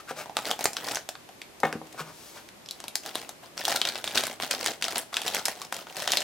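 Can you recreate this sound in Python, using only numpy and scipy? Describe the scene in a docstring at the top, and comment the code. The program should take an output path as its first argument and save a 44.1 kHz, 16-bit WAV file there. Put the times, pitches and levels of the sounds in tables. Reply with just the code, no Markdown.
"""In a small, quiet room, a cardboard box is slid about and set down, and a small keyboard in a clear
plastic bag is lifted out and its bag worked open, at arm's length from two close microphones.
Each squeeze of the film is a swarm of tiny filtered noise bursts; single bursts are creases that snap
and two dull taps on the box. Knocks are noise thuds, rattles and ringing sines; scrapes and a brushing
hand are shaped noise. A short tail from the walls and a steady hiss complete the sound."""
import sys
import numpy as np
from scipy import signal
from scipy.fft import rfft, irfft, next_fast_len
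from scipy.io import wavfile
from scipy.ndimage import uniform_filter1d

SR = 44100
rng = np.random.default_rng(int(sys.argv[2]) if len(sys.argv) > 2 else 0)


def wrap_up_sound(samples):
    """Save the sound to the file named by the first command line argument, as 16-bit audio."""
    columns = np.atleast_2d(samples).T
    # keep every value between -1 and 1, then stretch to whole-number steps
    tamed = np.clip(columns, -1, 1)
    steps = np.round(tamed * 32767).astype(np.int16)
    wavfile.write(sys.argv[1], SR, steps)


N = 274897  # length of the scene in samples


def undb(db):
    """Turn decibels into a gain."""
    return 10 ** (np.asarray(db) / 20)


def unit(x):
    """Scale a sound to an average (rms) level of 1."""
    return x / np.sqrt(np.mean(x ** 2) + 1e-20)


def freqs(size):
    """Frequencies in Hz of the bins of a real transform, never below 1."""
    return np.maximum(np.fft.rfftfreq(size, 1 / SR), 1)


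def shape(points, f):
    """Read the level in dB at f from a curve of (f/Hz, level/dB) points."""
    hz, db = np.transpose(points)
    return np.interp(np.log(f), np.log(hz), db)


def colour(x, db):
    """Filter a sound to the given dB at each bin, with no sound before its cause (minimum phase)."""
    size = len(x)
    cepstrum = irfft(db * np.log(10) / 20, size)
    # folding the second half onto the first makes the filter act only forwards in time
    cepstrum[1:size // 2] *= 2
    cepstrum[size // 2 + 1:] = 0
    response = np.exp(rfft(cepstrum))
    return irfft(rfft(x) * response, size)


def paint(x, points):
    """Filter a long sound by a curve of (f/Hz, level/dB) points."""
    size = 2 * next_fast_len(len(x) // 2 + 2048)
    padded = np.pad(x, (0, size - len(x)))
    return colour(padded, shape(points, freqs(size)))[:len(x)]


def bump(f, hz, q, height_db):
    """A resonance standing out of a flat spectrum, in dB."""
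    detuning = q * (f / hz - hz / f)
    return 10 * np.log10(1 + undb(height_db) ** 2 / (1 + detuning ** 2))


def add(track, s, sound):
    """Mix a sound into a track at time s in seconds."""
    i = max(int(s * SR), 0)
    part = sound[..., :max(N - i, 0)]
    track[..., i:i + part.shape[-1]] += part


def place(x, pan_db):
    """Make two channels, the left louder than the right by pan_db."""
    return x * undb(np.array([pan_db, -pan_db]).reshape(2, -1) / 2)


def from_left(x, pan_db=2.5):
    """The box lies to the left: louder there, and one sample sooner."""
    return place(np.array([x, np.roll(x, 1)]), pan_db)


def noise_pair(size, apart_hz):
    """Noise from all round: alike at both microphones in the bass, unrelated in the treble."""
    mid, side = rfft(rng.standard_normal((2, size)))
    alike = .97 / (1 + (freqs(size) / apart_hz) ** 2)
    mid = mid * np.sqrt((1 + alike) / 2)
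    side = side * np.sqrt((1 - alike) / 2)
    return irfft(np.array([mid + side, mid - side]), size)


# tone of the still room and microphone hiss: (f/Hz, level/dB)
HISS_TONE = [(15, -34), (25, -20), (123, -8), (394, -4.5), (476, -8.5), (575, -6), (1040, -10.5),
             (1440, -13.5), (2350, -14), (14400, -25), (16000, -68)]


def floor(db=-51.0):
    """Steady air noise shared in part by both microphones, plus each microphone's own hiss."""
    air = noise_pair(2 * next_fast_len(N // 2 + 1), 650)[:, :N]
    noise = air + rng.standard_normal((2, N))
    return undb(db) * unit(np.array([paint(c, HISS_TONE) for c in noise]))


# cardboard sliding, or a fingertip dragging over the film:
# (middle t/s, half length t/s, level/dB at the middle, main resonance f/Hz)
SCRAPES = [(.005, 0.0095, -43.5, 1250), (0.102, 0.0174, -37, 1400), (0.196, 0.029, -37, 600),
           (2.002, .019, -34.5, 1136), (2.083, 0.032, -47.5, 1023), (2.373, 0.0217, -48, 970),
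           (5.132, .004, -33.5, 1150), (5.392, 0.017, -39, 1270)]
# tone of the grain of sliding cardboard: (f/Hz, level/dB)
CARD_TONE = [(100, -39), (400, -11.5), (650, -6), (1000, -8.5), (1470, -3), (1950, -10.5), (2300, -6),
             (3000, -12), (6000, -14), (15000, -22)]


def scrapes(q=6, ring_db=11, size=8192):
    """The surface catches and slips in dense grains that swell and fade and excite one panel."""
    out, t, f = np.zeros(N), np.arange(size) / SR, freqs(size)
    for s, half_s, db, hz in SCRAPES:
        start = max(s - size / SR / 2, 0)
        # random single-sample slips, about 6000 a second
        slips = rng.standard_normal(size) * (rng.random(size) < 6000 / SR)
        grain = unit(colour(slips, shape(CARD_TONE, f) + bump(f, hz, q, ring_db)))
        swell = 1 / (1 + ((t + start - s) / half_s) ** 4)
        add(out, start, grain * undb(db) * swell)
    return out


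# blows on the box: (start t/s, level/dB of the blow over 20 ms, softness cut-off f/Hz,
# t/s for the rattle to fall 60 dB (if negative it grows), level/dB of the table's ring)
KNOCKS = [(0.1095, -34.5, 695, 9.75, -48.5), (1.633, -19.5, 2700, 0.28, -35.5),
          (1.651, -27.5, 2610, 0.1, -50), (1.727, -39.5, 370, 0.25, -55), (1.752, -34, 237, -1.1, -44.5),
          (1.815, -40.5, 800, -12.28, -48), (1.945, -48, 600, -1, -57.5), (2.004, -42, 444, -1.5, -34)]
# notes the box rings with: (f/Hz, level/dB, t/s to fall 60 dB)
BOX_RINGS = [(230, -2.5, 0.081), (315.3, -16, 0.87), (419, 6, 0.049), (487.8, 0.5, 0.177),
             (536, 3.5, 0.084), (725, 6, 0.056), (771, 7, 0.089), (1140, -1, 0.12), (1247, 4.5, 0.055),
             (1550, -1.5, 0.06), (1827, 5, 0.054), (2180, 1, 0.088), (3547, -7, 0.09)]


def knocks(ring_db=-1, rattle_db=-5, thud_s=0.002, table_hz=157, table_t60=0.337, size=16384):
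    """Each blow thuds, rattles the flaps and rings box and table; a softer contact dulls the blow."""
    out, t, f = np.zeros(N), np.arange(size) / SR, freqs(size)
    panel = shape([(100, -4.5), (200, -9.5), (400, -3), (800, 2), (1200, 0), (2200, -11),
                   (3700, -12), (4800, -20.5), (14000, -6)], f)
    table_fade = undb(-60 * t / table_t60) * (1 - np.exp(-t * table_hz))
    table = np.sin(2 * np.pi * table_hz * t) * table_fade
    # a small box radiates hardly any deep bass
    small_box = signal.butter(4, 110, "high", fs=SR, output="sos")
    for s, db, cut_hz, t60, table_db in KNOCKS:
        ring = np.zeros(size)
        for hz, level_db, life_s in BOX_RINGS:
            sign = rng.choice([-1, 1])
            ring += sign * undb(level_db - 60 * t / life_s) * np.sin(2 * np.pi * hz * t)
        rattle = colour(rng.standard_normal(size) * undb(-60 * t / t60), panel)
        thud = colour(rng.standard_normal(size) * np.exp(-t / thud_s), panel)
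        blow = unit(thud) + undb(rattle_db) * unit(rattle) + undb(ring_db) * unit(ring)
        softness = -10 * np.log10(1 + (f / cut_hz) ** 4)
        blow = signal.sosfilt(small_box, colour(blow, softness))
        # give the blow the energy of 20 ms at its level
        blow *= undb(db) * np.sqrt(.02 * SR) / np.linalg.norm(blow)
        add(out, s, blow + undb(table_db) * table)
    return out


# the film is squeezed, pulled or jolted: (middle of the build-up t/s, hold t/s,
# level/dB of the crackle before weak squeezes are made weaker and the layers are balanced)
SQUEEZES = [(0.169, 0.084, -53), (0.36, 0.074, -48.5), (0.453, 0.053, -36), (0.594, 0.067, -39),
            (0.753, 0.092, -46.5), (0.844, 0.1183, -38), (1.09, 0.134, -64.5), (1.647, 0.009, -41),
            (1.83, 0.16, -56.5), (2.357, 0.01, -45.5), (2.691, 0.184, -57.5), (3.038, 0.052, -41),
            (3.14, 0.092, -44), (3.285, 0.0106, -50.5), (3.428, 0.013, -46), (3.578, 0.15, -37.5),
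            (3.68, 0.0817, -29.5), (3.856, 0.021, -31), (3.92, 0.072, -42), (4.039, 0.16, -41.5),
            (4.151, 0.031, -24), (4.239, 0.08, -40), (4.418, 0.013, -28.5), (4.51, 0.024, -30),
            (4.59, .06, -36), (4.661, 0.0268, -29.5), (4.816, 0.12, -37), (4.938, 0.043, -33.5),
            (5.135, 0.251, -42), (5.253, 0.027, -33.5), (5.333, 0.047, -33.5), (5.451, 0.0589, -39),
            (5.55, .1, -47.5), (5.724, 0.084, -43), (5.875, 0.055, -48), (5.959, 0.09, -36),
            (6.074, 0.1434, -34)]
# each squeeze builds up, holds and dies away; the held bag never rests entirely
ATTACK_S, RELEASE_DB_PER_S, REST_DB = 0.036, 318.5, -65.5


def effort(step_s=0.002):
    """Level of the crackle in dB: squeezes with attack, hold and release, over the resting bag."""
    t = np.arange(0, N / SR, step_s)
    s, held_s, db = np.transpose(SQUEEZES)[:, :, None]
    attack = np.clip((t - s) / ATTACK_S + .5, 0, 1)
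    release_db = RELEASE_DB_PER_S * np.clip(t - s - held_s, 0, 1)
    power = np.sum((attack * undb(db - release_db)) ** 2, axis=0) + undb(REST_DB) ** 2
    return np.interp(np.arange(N) / SR, t, 10 * np.log10(power))


def buckling(db):
    """Gain of the buckles: a film that is barely moved hardly buckles at all."""
    return undb(db) / (1 + undb(-57 - db) ** 2)


def swarm(per_s, spread_db, points, flutter_s, ring_hz, ring=2.92, q=12.8, size=512):
    """Tiny buckles of very unequal size and varied facet pitch; the level stays near 1."""
    t, f = np.arange(size) / SR, freqs(size)
    starts = np.flatnonzero(rng.random(N) < per_s / SR)
    sizes = undb(spread_db * np.minimum(rng.exponential(size=N), 3.5))
    # a stock of creases; each radiates a little differently to the two microphones
    mid, side = rfft(rng.standard_normal((2, size, size)) * np.exp(-t / flutter_s))
    side = side * f / (f + 6000)
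    hz = ring_hz * 2 ** (0.714 * rng.standard_normal((size, 1)))
    facet = 1 + ring / (1 + 1j * q * (f / hz - hz / f))
    creases = irfft(np.array([mid + side, mid - side]) * facet, size)
    out = np.zeros((2, N + size))
    for i in starts:
        out[:, i:i + size] += sizes[i] * creases[:, i % size]
    out = np.array([paint(c[:N], points) for c in out])
    # even out the level over about 33 ms
    power = np.mean(out ** 2, axis=0)
    return out / np.sqrt(uniform_filter1d(power, SR // 30) + power.mean() / 100)


# flaps of the whole sheet: their level when the crackle is at USUAL_DB, and their dB per dB of crackle
USUAL_DB, FLAP_DB, FLAP_GROWTH = -40, -41.5, 0.785
# until the bag is lifted out, the box under it makes the flaps louder
LIFTED_S, BOX_BOOST_DB = 0.94, 4


def rustle():
    """Fingers work the film: fine crackle, and duller flaps of the whole sheet."""
    fine_db = effort()
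    in_box = np.arange(N) / SR < LIFTED_S
    dull_db = FLAP_DB + FLAP_GROWTH * (fine_db - USUAL_DB) + BOX_BOOST_DB * in_box
    # tones of the two swarms: (f/Hz, level/dB)
    crisp = [(500, -57), (1300, -1), (2000, -2.0), (3500, -1), (5500, -4), (9000, -9.5), (15000, -24)]
    flap = [(40, -25), (100, -8.5), (180, -3.5), (400, 0.0), (760, 3), (1100, -6.5), (1700, -5.0),
            (2600, -10), (6000, -16)]
    crackle = swarm(440, 4.9, crisp, flutter_s=.0009, ring_hz=3800)
    flaps = swarm(400, 3.8, flap, flutter_s=.0016, ring_hz=1000)
    return undb(-1.4) * buckling(fine_db) * crackle + buckling(dull_db) * flaps


# lesser creases: number per second of holding, dB over the squeeze, spread either way in dB, middle Hz
STRAY_PER_S, STRAY_DB, STRAY_SPREAD_DB, STRAY_HZ = 18, 6, 3.5, 1980


def stray_creases():
    """Lesser creases give way at random during each hold, in rows laid out like SNAPS_AND_TAPS."""
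    rows = []
    for s, held_s, db in SQUEEZES:
        count = round(held_s * STRAY_PER_S)  # at most 8 are used
        for when, size, pitch, body, edge in rng.uniform(-1, 1, (8, 5))[:count]:
            start = s + held_s * (when + 1) / 2
            level_db = db + STRAY_DB + STRAY_SPREAD_DB * size
            # the pitch lies up to two octaves either way
            rows.append((start, level_db, STRAY_HZ * 4 ** pitch, 8 * body, 8 * edge))
    return rows


# creases of the film that snap; the first two rows are dull taps on the box:
# (t/s, level/dB over 5 ms, ring f/Hz, body level/dB at 700 Hz and below,
# sharp edge level/dB at 11000 Hz and above)
SNAPS_AND_TAPS = [(0.259, -37, 905, 17, -10.5), (0.2967, -33, 790, 19, -13), (0.369, -19.5, 1189, 10, -1),
                  (0.3894, -29, 1368, 13.5, -7), (0.5132, -20.5, 3300, 15, 4.5), (0.5921, -30, 707, 6.5, 0),
                  (0.6427, -22.5, 1304, 13, 19), (0.6564, -16, 7000, 14.5, -1.5),
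                  (0.7329, -33.5, 5700, 14, 8.5), (0.7686, -25, 1166, -12, -11.5), (0.919, -33, 9205, 4, 1),
                  (0.948, -30, 5230, 10, 12.5), (0.957, -26, 5920, 1, 6), (0.9709, -26.5, 1505, 7.5, -3.5),
                  (1.0901, -28, 630, -1, 2.5), (1.1541, -38, 1290, 4.5, -23), (1.291, -42, 707, 14, -6),
                  (1.4177, -35, 2250, -3.5, -8), (1.6028, -39, 5200, 14.5, 11),
                  (1.7276, -28.5, 1530, 15.5, -0.5), (2.4894, -44, 1780, 1, -4),
                  (2.6609, -42.5, 5300, -13, -9.5), (2.6881, -36, 3880, -34, -10.5),
                  (2.7105, -30, 4010, -19, 5), (2.803, -37, 556, 8.5, 0), (2.841, -35, 4180, 19, 6),
                  (2.8822, -31.5, 3650, 10, 8.5), (2.9559, -21, 4520, 5, 10), (3.1553, -24, 3830, 10.5, 1),
                  (3.2926, -33, 755, 2.5, 3), (3.653, -21, 3335, -16, 1.5), (3.761, -22, 745.3, -7, 3.5),
                  (3.8162, -18, 3130, 3, -6), (3.8529, -21.5, 543, -2, -12), (3.8889, -24, 4240, 6.5, 1.5),
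                  (3.9561, -28.5, 9100, 1, -27.5), (4.0422, -27, 600, -5, 0), (4.077, -26, 646, -4, -13),
                  (4.2376, -23.5, 627, -1, -3), (4.269, -27, 1650, 9, 10), (4.4008, -29, 2270, 15, -5),
                  (4.5115, -20, 536, -5.5, -5.5), (4.6618, -20, 1847, -3.5, -2),
                  (4.8246, -22.5, 1638, -12, -5.5), (4.8424, -23.5, 625, 1.5, -5.5),
                  (4.9732, -30, 1640, 8, -9), (4.9817, -23.5, 2316, 15, 23), (5.1428, -27, 1350, -3, -7),
                  (5.169, -19.5, 1541, 0, -9), (5.2179, -29, 760, 0, 0.5), (5.265, -27.5, 5660, 3, -8),
                  (5.28, -23, 3155, 0, 0), (5.3478, -22.5, 1487, 6, 8.5),
                  (5.3674, -27.5, 2250, 10.5, -25.5), (5.4549, -21.5, 5170, -5, 9),
                  (5.4593, -24, 1520, -6, -1), (5.4832, -23.5, 1850, 11.5, 7),
                  (5.6176, -31.5, 1109, 3, -0.5), (5.7254, -25, 1590, 10.5, 5.5),
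                  (5.87, -38.5, 1460, 9.5, -19), (6.0769, -21, 746, -5, -7),
                  (6.12, -18.5, 575.3, -20.5, -5.5), (6.1355, -21, 3300, 12, -3.5),
                  (6.1718, -17, 4000, -17, -7.5)]
# tone that the film radiates, also used for the two taps: (f/Hz, level/dB)
FILM_TONE = [(60, -29.5), (150, -17), (300, -10.5), (500, -9), (750, -0.5), (1150, -6), (2000, -4.5),
             (3500, -0.75), (5500, -2), (9000, -6.5), (14000, -13.5), (17000, -27.5)]


def snaps_and_taps(flutter=0.29, flutter_s=0.0019, q=5.8, ring_db=10, wander_db=0.6, flip_s=0.00047,
                   scatter_db=-6, scatter_s=0.01, size=2048):
    """A crease flips, the sheet flutters, a facet rings, hands and table scatter; taps are made alike."""
    lead = size // 16  # room for the flip to rise before its peak
    out, t, f = np.zeros((2, N)), (np.arange(size) - lead) / SR, freqs(size)
    after = np.maximum(t, 0)
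    for s, db, hz, body_db, edge_db in SNAPS_AND_TAPS + stray_creases():
        length_s = flip_s * 2 ** rng.uniform(-1.34, 1)
        flip = unit(noise_pair(size, 22000) * np.exp(-np.abs(t) / length_s))
        waves = unit(noise_pair(size, 13800) * np.exp(-after / flutter_s) * (t > 0))
        scatter = unit(noise_pair(size, 8900) * np.exp(-after / scatter_s) * (t > 0))
        push = flip + flutter * waves + undb(scatter_db) * scatter
        balance = shape([(700, body_db), (3500, 0), (11000, edge_db)], f)
        tone = shape(FILM_TONE, f) + balance + bump(f, hz, q, ring_db)
        burst = unit(np.array([colour(c, tone) for c in push]))
        # give the burst the energy of 5 ms at its level
        burst *= undb(db) * np.sqrt(.005 * SR / size)
        add(out, s - lead / SR, place(burst, wander_db * rng.standard_normal()))
    return out


# tone of a hand brushing along the lid: (f/Hz, level/dB)
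BRUSH_TONE = [(200, -8), (900, 2), (2500, -0.5), (5000, 5), (9000, 1), (15000, -1)]


def brush(s=2.264, half_s=0.156, db=-49.5):
    """Skin slides softly off the lid: noise that swells and fades around time s."""
    swell = np.exp(-((np.arange(N) / SR - s) / half_s) ** 2)
    return unit(paint(rng.standard_normal(N), BRUSH_TONE)) * swell * undb(db)


def room(x, db=-9, t60=0.21, size=16384, count=14):
    """The walls add a short tail of fading noise whose pattern shifts as the hands move."""
    t, out = np.arange(size) / SR, x.copy()
    fade = undb(-60 * t / t60) * (1 - np.exp(-t / 0.0034))
    step = N // count + 1
    # overlapping stretches, each with its own wall pattern, fade into one another
    for k in range(count + 1):
        i = np.arange(max((k - 1) * step, 0), min((k + 1) * step, N))
        share = np.cos(np.pi / 2 * (i / step - k))
        walls = unit(noise_pair(size, 5700) * fade) * undb(db) / np.sqrt(size)
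        add(out, i[0] / SR, signal.oaconvolve(x[:, i] * share, walls, axes=1))
    return out


def scene():
    """Bag and box sound in the room, over its steady hiss."""
    box = from_left(knocks() + scrapes() + brush())
    bag_and_taps = snaps_and_taps() + rustle()
    return room(bag_and_taps + box) + floor()


def record(dry, top_hz=15900):
    """The left microphone is a little brighter than the right; both lose the treble above top_hz."""
    # tone of the left microphone: (f/Hz, level/dB); the right is its opposite
    left = np.array([(100, -0.092), (300, -0.51), (1000, -0.26), (4000, 0.87), (14000, 0.72)])
    right = left * [1, -1]
    heard = np.array([paint(dry[0], left), paint(dry[1], right)])
    top_cut = signal.ellip(10, .2, 70, top_hz, fs=SR, output="sos")
    return signal.sosfilt(top_cut, heard)


dry = scene()
out = record(dry)
wrap_up_sound(out)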